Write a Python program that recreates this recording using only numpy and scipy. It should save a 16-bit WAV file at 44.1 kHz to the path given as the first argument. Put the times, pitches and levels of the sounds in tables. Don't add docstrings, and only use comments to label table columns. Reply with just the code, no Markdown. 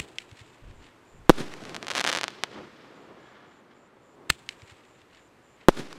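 import sys
import numpy as np
from scipy import signal
from scipy.fft import rfft, irfft, next_fast_len
from scipy.io import wavfile
from scipy.ndimage import uniform_filter1d

SR = 44100
rng = np.random.default_rng(int(sys.argv[2]) if len(sys.argv) > 2 else 0)


def to_wav(s):
    ch = np.atleast_2d(s).T
    pcm = np.round(np.clip(ch, -1, 1) * 32767)
    wavfile.write(sys.argv[1], SR, pcm.astype(np.int16))


N = 263707
LEAD = 2048
TIME = np.arange(-LEAD, N) / SR

# frequency in Hz, relative level in dB.
SNAP_SPECTRUM = [(50, -32), (120, -16.5), (300, -7), (700, -2), (1600, -1), (3200, -2.5), (6000, -8.5),
                 (10000, -19), (15000, -34)]
# near ground in dB, its fade in dB per second,
# far country in dB, its fade in dB per second.
OVERHEAD_WASH = (3.5, 1099.5, -22, 4)
# delay in seconds, energy per second in dB,
# spread in seconds.
OVERHEAD_ECHOES = [(.108, -12.5, 0.019), (.17, -26, 0.025), (.395, -19.5, 0.032), (.75, -25, 0.12),
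                   (1.29, -16, .03), (1.8, -26.5, 0.13)]


def bursts():
    # start in seconds, level in dB before filtering, overpressure length in seconds,
    # ground echo delay in seconds, ground echo share, recorder sag as a factor,
    # echo send in dB against the burst.
    burst_rows = [(1.2954, 21.5, 0.0022, .00598, 0.38, .5, -4.5),
                  (5.6853, 17.5, 0.0019, 0.0056, 0.34, .29, -3)]
    out, sent = np.zeros((2, len(TIME)))
    t = np.arange(SR // 2) / SR
    for s, db, length, delay, ground, sag, send_db in burst_rows:
        mirrored = dull(dull(blast_wave(t - delay, 0.52 * length), hz=937), hz=5000)
        wave = dull(blast_wave(t, length), hz=5980) + ground * mirrored
        add(out, s, amp(db) * low_cut(wave, hz=339, q=0.89))

        push = np.exp(-t / 0.009)
        overshoot = 0.125 * np.exp(-t / 0.099) * (1 - np.exp(-t / 0.03))
        add(out, s, sag * (overshoot - push))

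        hard_echo = scatter(click(SNAP_SPECTRUM), share=1.2, decay=0.0012)
        add(out, s + 0.243, amp(-26) * hard_echo)
        to_landscape = low_cut(blast_wave(t, 0.95 * length), hz=200, q=0.61)
        add(sent, s, amp(db + send_db) * to_landscape)
    return out + landscape(sent, OVERHEAD_WASH, OVERHEAD_ECHOES, lumpy_db=2.0, grain_db=2.5)


def blast_wave(t, length):
    u = np.maximum(t, 0) / length
    front = np.clip(t / 0.00006, 0, 1)
    return (1 - u) * np.exp(-u) * front


def launches():
    # start in seconds, crack level in dB, thump level in dB for its
    # 68 Hz part, echo send in dB before the common 2.5 dB.
    shots = [(-.0035, 7, -27.5, -2.5), (4.3021, 4.5, -30, -1.5)]
    # frequency in Hz, relative level in dB.
    crack_spectrum = [(100, -15), (300, -11), (1100, -10.5), (1700, -1.5), (2600, -.5), (4000, -7),
                      (6000, -16), (7800, -8.5), (10000, -21), (15000, -31)]
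    # delay in seconds, crack level in dB,
    # thump in dB against the shot's own before the common -5 dB.
    surfaces = [(0.1881, -16, -37), (0.318, -36.5, -8.5), (.409, -59, -11.5), (0.715, -45.5, -28),
                (.83, -46, -30), (0.846, -43, -27)]
    # frequency in Hz, relative level in dB.
    slap_spectrum = [(200, -15), (1000, -19), (1500, -8), (2200, 3), (3600, -1), (5500, -7), (9000, -19.5),
                     (15000, -43)]
    # near ground in dB, its fade in dB per second,
    # far country in dB, its fade in dB per second.
    ground_wash = (-9, 347.5, -27.5, 12.5)
    # delay in seconds, energy per second in dB, spread in seconds.
    ground_echoes = [(.21, -21.5, 0.015), (.39, -22, 0.029), (.49, -26, 0.055), (.7, -26, .022),
                     (.865, -19, 0.028), (1.32, -18, 0.02)]

    out, sent = np.zeros((2, len(TIME)))
    t = np.arange(4096) / SR
    crack = click(crack_spectrum, size=len(t))
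    thump = np.sin(2 * np.pi * 68 * t) * np.exp(-t / 0.011)
    thump += 2 * np.sin(2 * np.pi * 150 * t) * np.exp(-t / 0.0054)
    far_thump = np.sin(2 * np.pi * 105 * t) * np.exp(-((t - 0.014) / 0.0081) ** 2)
    for s, db, thump_db, send_db in shots:
        offset = abs(TIME - s)
        spit = np.exp(-offset / 0.0028) * (offset < 0.007)
        out += amp(db - 19.5) * spit * noise(crack_spectrum)
        ragged_crack = scatter(crack, share=0.39, decay=0.0015)
        add(out, s, amp(db) * ragged_crack + amp(thump_db) * thump)
        add(sent, s, amp(db + send_db + 2.5) * crack + amp(thump_db) * thump)
        for delay, crack_db, boom_db in surfaces:
            slap = scatter(click(slap_spectrum), share=0.92, decay=0.002)
            add(out, s + delay, amp(crack_db) * slap)
            add(out, s + delay, amp(thump_db + boom_db - 5.0) * far_thump)
    return out + landscape(sent, ground_wash, ground_echoes, lumpy_db=3.0, grain_db=9.5)


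def crackle():
    out = np.zeros(len(TIME))
    snap = click(SNAP_SPECTRUM)
    for s, db in sparks():
        pop = dull(snap, hz=9000 * 2 ** rng.uniform(-0.54, 0.91))
        pop = amp(db) * scatter(pop / pop.max(), share=0.12, decay=0.0011)
        add(out, s, pop)
        add(out, s + rng.uniform(0.0052, 0.0059), amp(-8.0) * dull(pop, hz=1016))
    sent = low_cut(dull(out, hz=3300), hz=259.3, q=0.25)
    return out + amp(3.5) * landscape(sent, OVERHEAD_WASH, OVERHEAD_ECHOES, lumpy_db=3.5, grain_db=6.5)


def sparks():
    # time in seconds before the shift below, level in dB.
    loud_sparks = [(1.636, -27.5), (1.652, -22.5), (1.694, -23), (1.744, -17.5), (1.75, -19.5),
                   (1.763, -14), (1.827, -16.5), (1.868, -16.5), (1.882, -12.5), (1.902, -11), (1.906, -13),
                   (1.914, -11.5), (1.935, -20), (1.951, -7.5), (1.965, -10.5), (1.972, -12), (1.978, -7),
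                   (1.988, -11), (1.995, -10), (2.004, -8.5), (2.01, -8.5), (2.04, -7.5), (2.048, -8),
                   (2.063, -7), (2.075, -4), (2.087, -8.5), (2.092, -9.5), (2.115, -11.5), (2.127, -8),
                   (2.134, -11.5), (2.149, -7.5), (2.16, -10), (2.172, -8), (2.185, -10.5), (2.211, -9.5),
                   (2.232, -9), (2.24, -6), (2.28, -10.5), (2.435, -3)]
    shift_s, spread_s = 0.0014, 0.0004
    thickest_s, thick_width_s = 2.04, 0.093
    most_neighbours, cluster_s = 2.6, 0.008
    cluster_db, cluster_spread_db = -6.5, 3.5

    # mean time in seconds and level in dB, then their standard deviations
    rows = [rng.normal([2.0, -27], [0.11, 0.5], (25, 2))]
    for s, db in loud_sparks:
        loud = np.array([s + rng.normal(shift_s, spread_s), db])
        lags = cluster_s * rng.random(10)
        levels = rng.normal(cluster_db, cluster_spread_db, 10)
        cluster = loud + np.transpose([lags, levels])
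        count = round(most_neighbours * bell(s, thickest_s, thick_width_s))
        rows += [loud, cluster[:count]]
    return np.vstack(rows)


def cricket(pitch_hz=7180, glide_hz=600, rasp_hz=170, length=0.145):
    # end of the first chirp in seconds, number of chirps,
    # period in seconds before slowing, first level in dB, last level in dB.
    bouts = [(.255, 4, .309, -68, -62.5), (3.065, 11, .2672, -68, -63.5)]
    slowing_s = 0.0024
    gate, slide = np.zeros((2, len(TIME)))
    t = np.arange(0, length, 1 / SR)
    strokes = np.cumsum(95 + 55 * t / length) / SR
    chirp = np.sin(np.pi * strokes) ** 4 * np.minimum(0.25 + t / 0.045, 1)
    for first, count, period, first_db, last_db in bouts:
        for k, db in enumerate(np.linspace(first_db, last_db, round(count))):
            start = first - length + k * period + slowing_s * k ** 2 / 2
            add(gate, start, amp(db) * chirp)
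            add(slide, start, 1 - 2 * (strokes % 1))
    rasp = evened(uniform_filter1d(rng.standard_normal(len(TIME)), size=15))
    frequency = pitch_hz + glide_hz * slide + rasp_hz * rasp
    return gate * np.sin(2 * np.pi * np.cumsum(frequency) / SR)


def night():
    # frequency in Hz, relative level in dB.
    hum_spectrum = [(20, -19.5), (40, -11.5), (80, -9.5), (122, -1), (160, -7.5), (350, -1), (680, -8.5),
                    (1050, -8), (2600, -17), (5500, -28.5), (8000, -28.5), (9500, -35), (14000, -39),
                    (16000, -65.5)]
    rumble_spectrum = [(40, -21.5), (150, -9.5), (350, 3), (550, -5), (1100, -12), (2500, -31), (8000, -55)]
    breeze_spectrum = [(15, 1), (40, 3), (90, -2.5), (200, -9.5), (400, -29), (1500, -69.5)]
    # time in seconds, level in dB against the hum's base level.
    hum_swell = [(0, 0.5), (1.2, 0), (1.5, 5.5), (3.9, -6), (4.5, 1.5), (5.0, -1.5), (5.65, -1)]
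    # peak time in seconds, peak level in dB.
    rumble_swells = [(.03, -50.5), (4.24, -52)]
    # peak time in seconds, peak level in dB, rise in seconds, fade in dB per second.
    gusts = [(.645, -45, .035, 62), (1.15, -50.5, 0.042, 25)]

    hum_db = -57 + np.interp(TIME, *np.transpose(hum_swell))
    hum = noise(hum_spectrum) * amp(hum_db)
    rumble_level = sum(amp(db) * bell(TIME, s, width=0.066) for s, db in rumble_swells)
    rumble = noise(rumble_spectrum) * rumble_level
    breeze = noise(breeze_spectrum) * sum(gust(*row) for row in gusts)
    return hum + rumble + breeze


def gust(peak_s, db, rise, fade):
    hold_s, drop_db_per_s = 0.2, 220
    age = TIME - peak_s
    slack_db = fade * np.maximum(age, 0) + drop_db_per_s * np.maximum(age - hold_s, 0)
    return np.clip(1 + age / rise, 0, 1) * amp(db - slack_db)


def landscape(x, wash, echoes, lumpy_db, grain_db):
    # frequency in Hz, relative level in dB.
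    return_spectrum = [(60, -3), (130, -4), (350, -1), (700, -7), (1200, -3.5), (4000, 3), (14000, 2.5)]
    # frequency in Hz, loss in dB per second of travel.
    air_loss = [(60, 6.5), (500, 0.5), (1200, 0.5), (3000, 9), (7000, 14), (14000, 32)]
    t = np.arange(3 * SR) / SR
    near_db, near_fade, far_db, far_fade = wash
    power = amp(near_db - near_fade * t) ** 2 + amp(far_db - far_fade * t) ** 2
    power = power + sum(amp(db) ** 2 * bell(t, delay, spread) for delay, db, spread in echoes)

    lumps = evened(uniform_filter1d(rng.standard_normal(len(t)), size=400))
    sizes = evened(amp(grain_db * np.minimum(rng.standard_normal(len(t)), 3)))
    signs = rng.choice([-1, 1], len(t))
    taps = sizes * signs * np.sqrt(power / SR) * amp(lumpy_db * lumps)

    hz, delay, z = signal.stft(taps, SR, nperseg=256)
    colour_db = read(return_spectrum, hz)[:, None] - read(air_loss, hz)[:, None] * delay
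    tail = signal.istft(z * amp(colour_db), SR, nperseg=256)[1]
    return signal.fftconvolve(x, tail)[:len(x)]


def scatter(pulse, share, decay):
    t = np.arange(len(pulse)) / SR
    spray = rng.standard_normal(len(t)) * np.exp(-t / decay) * (1 - np.exp(-t / 0.00023))
    spray /= np.linalg.norm(spray)
    return pulse + share * signal.fftconvolve(pulse, spray)[:len(t)]


def low_cut(x, hz, q):
    w = 2 * np.pi * hz
    return signal.lfilter(*signal.bilinear([1, 0, 0], [1, w / q, w * w], SR), x)


def dull(x, hz):
    return signal.lfilter(*signal.butter(1, min(hz, SR / 3), fs=SR), x)


def click(spectrum, size=2048):
    log_gain = np.log(amp(read(spectrum, abs(np.fft.fftfreq(size, 1 / SR)))))
    pulse = np.fft.ifft(np.exp(np.conj(signal.hilbert(log_gain)))).real
    return pulse / abs(pulse).max()


def noise(spectrum):
    size = next_fast_len(len(TIME), True)
    z = rfft(rng.standard_normal(size))
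    z = z * amp(read(spectrum, np.fft.rfftfreq(size, 1 / SR)))
    return evened(irfft(z, size)[:len(TIME)])


def bell(t, centre, width):
    return np.exp(-0.5 * ((t - centre) / width) ** 2)


def read(points, hz):
    f, value = np.transpose(points)
    return np.interp(np.log(hz + 1), np.log(f + 1), value)


def evened(x):
    return x / np.sqrt(np.mean(x ** 2) + 1e-20)


def amp(db):
    return 10 ** (np.asarray(db) / 20)


def add(mix, s, sound):
    part = mix[max(round(s * SR) + LEAD, 0):][:len(sound)]
    part += sound[:len(part)]


def scene():
    mix = bursts() + launches() + crackle() + cricket() + night()
    mix = mix[LEAD:]
    return np.array([mix, mix])


def record(dry):
    clipped = dry / (1 + dry ** 6) ** (1 / 6)
    low_pass = signal.firwin(255, 16100, window=("kaiser", 8), fs=SR)
    return signal.oaconvolve(clipped, low_pass[None], "same")


dry = scene()
out = record(dry)
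to_wav(out)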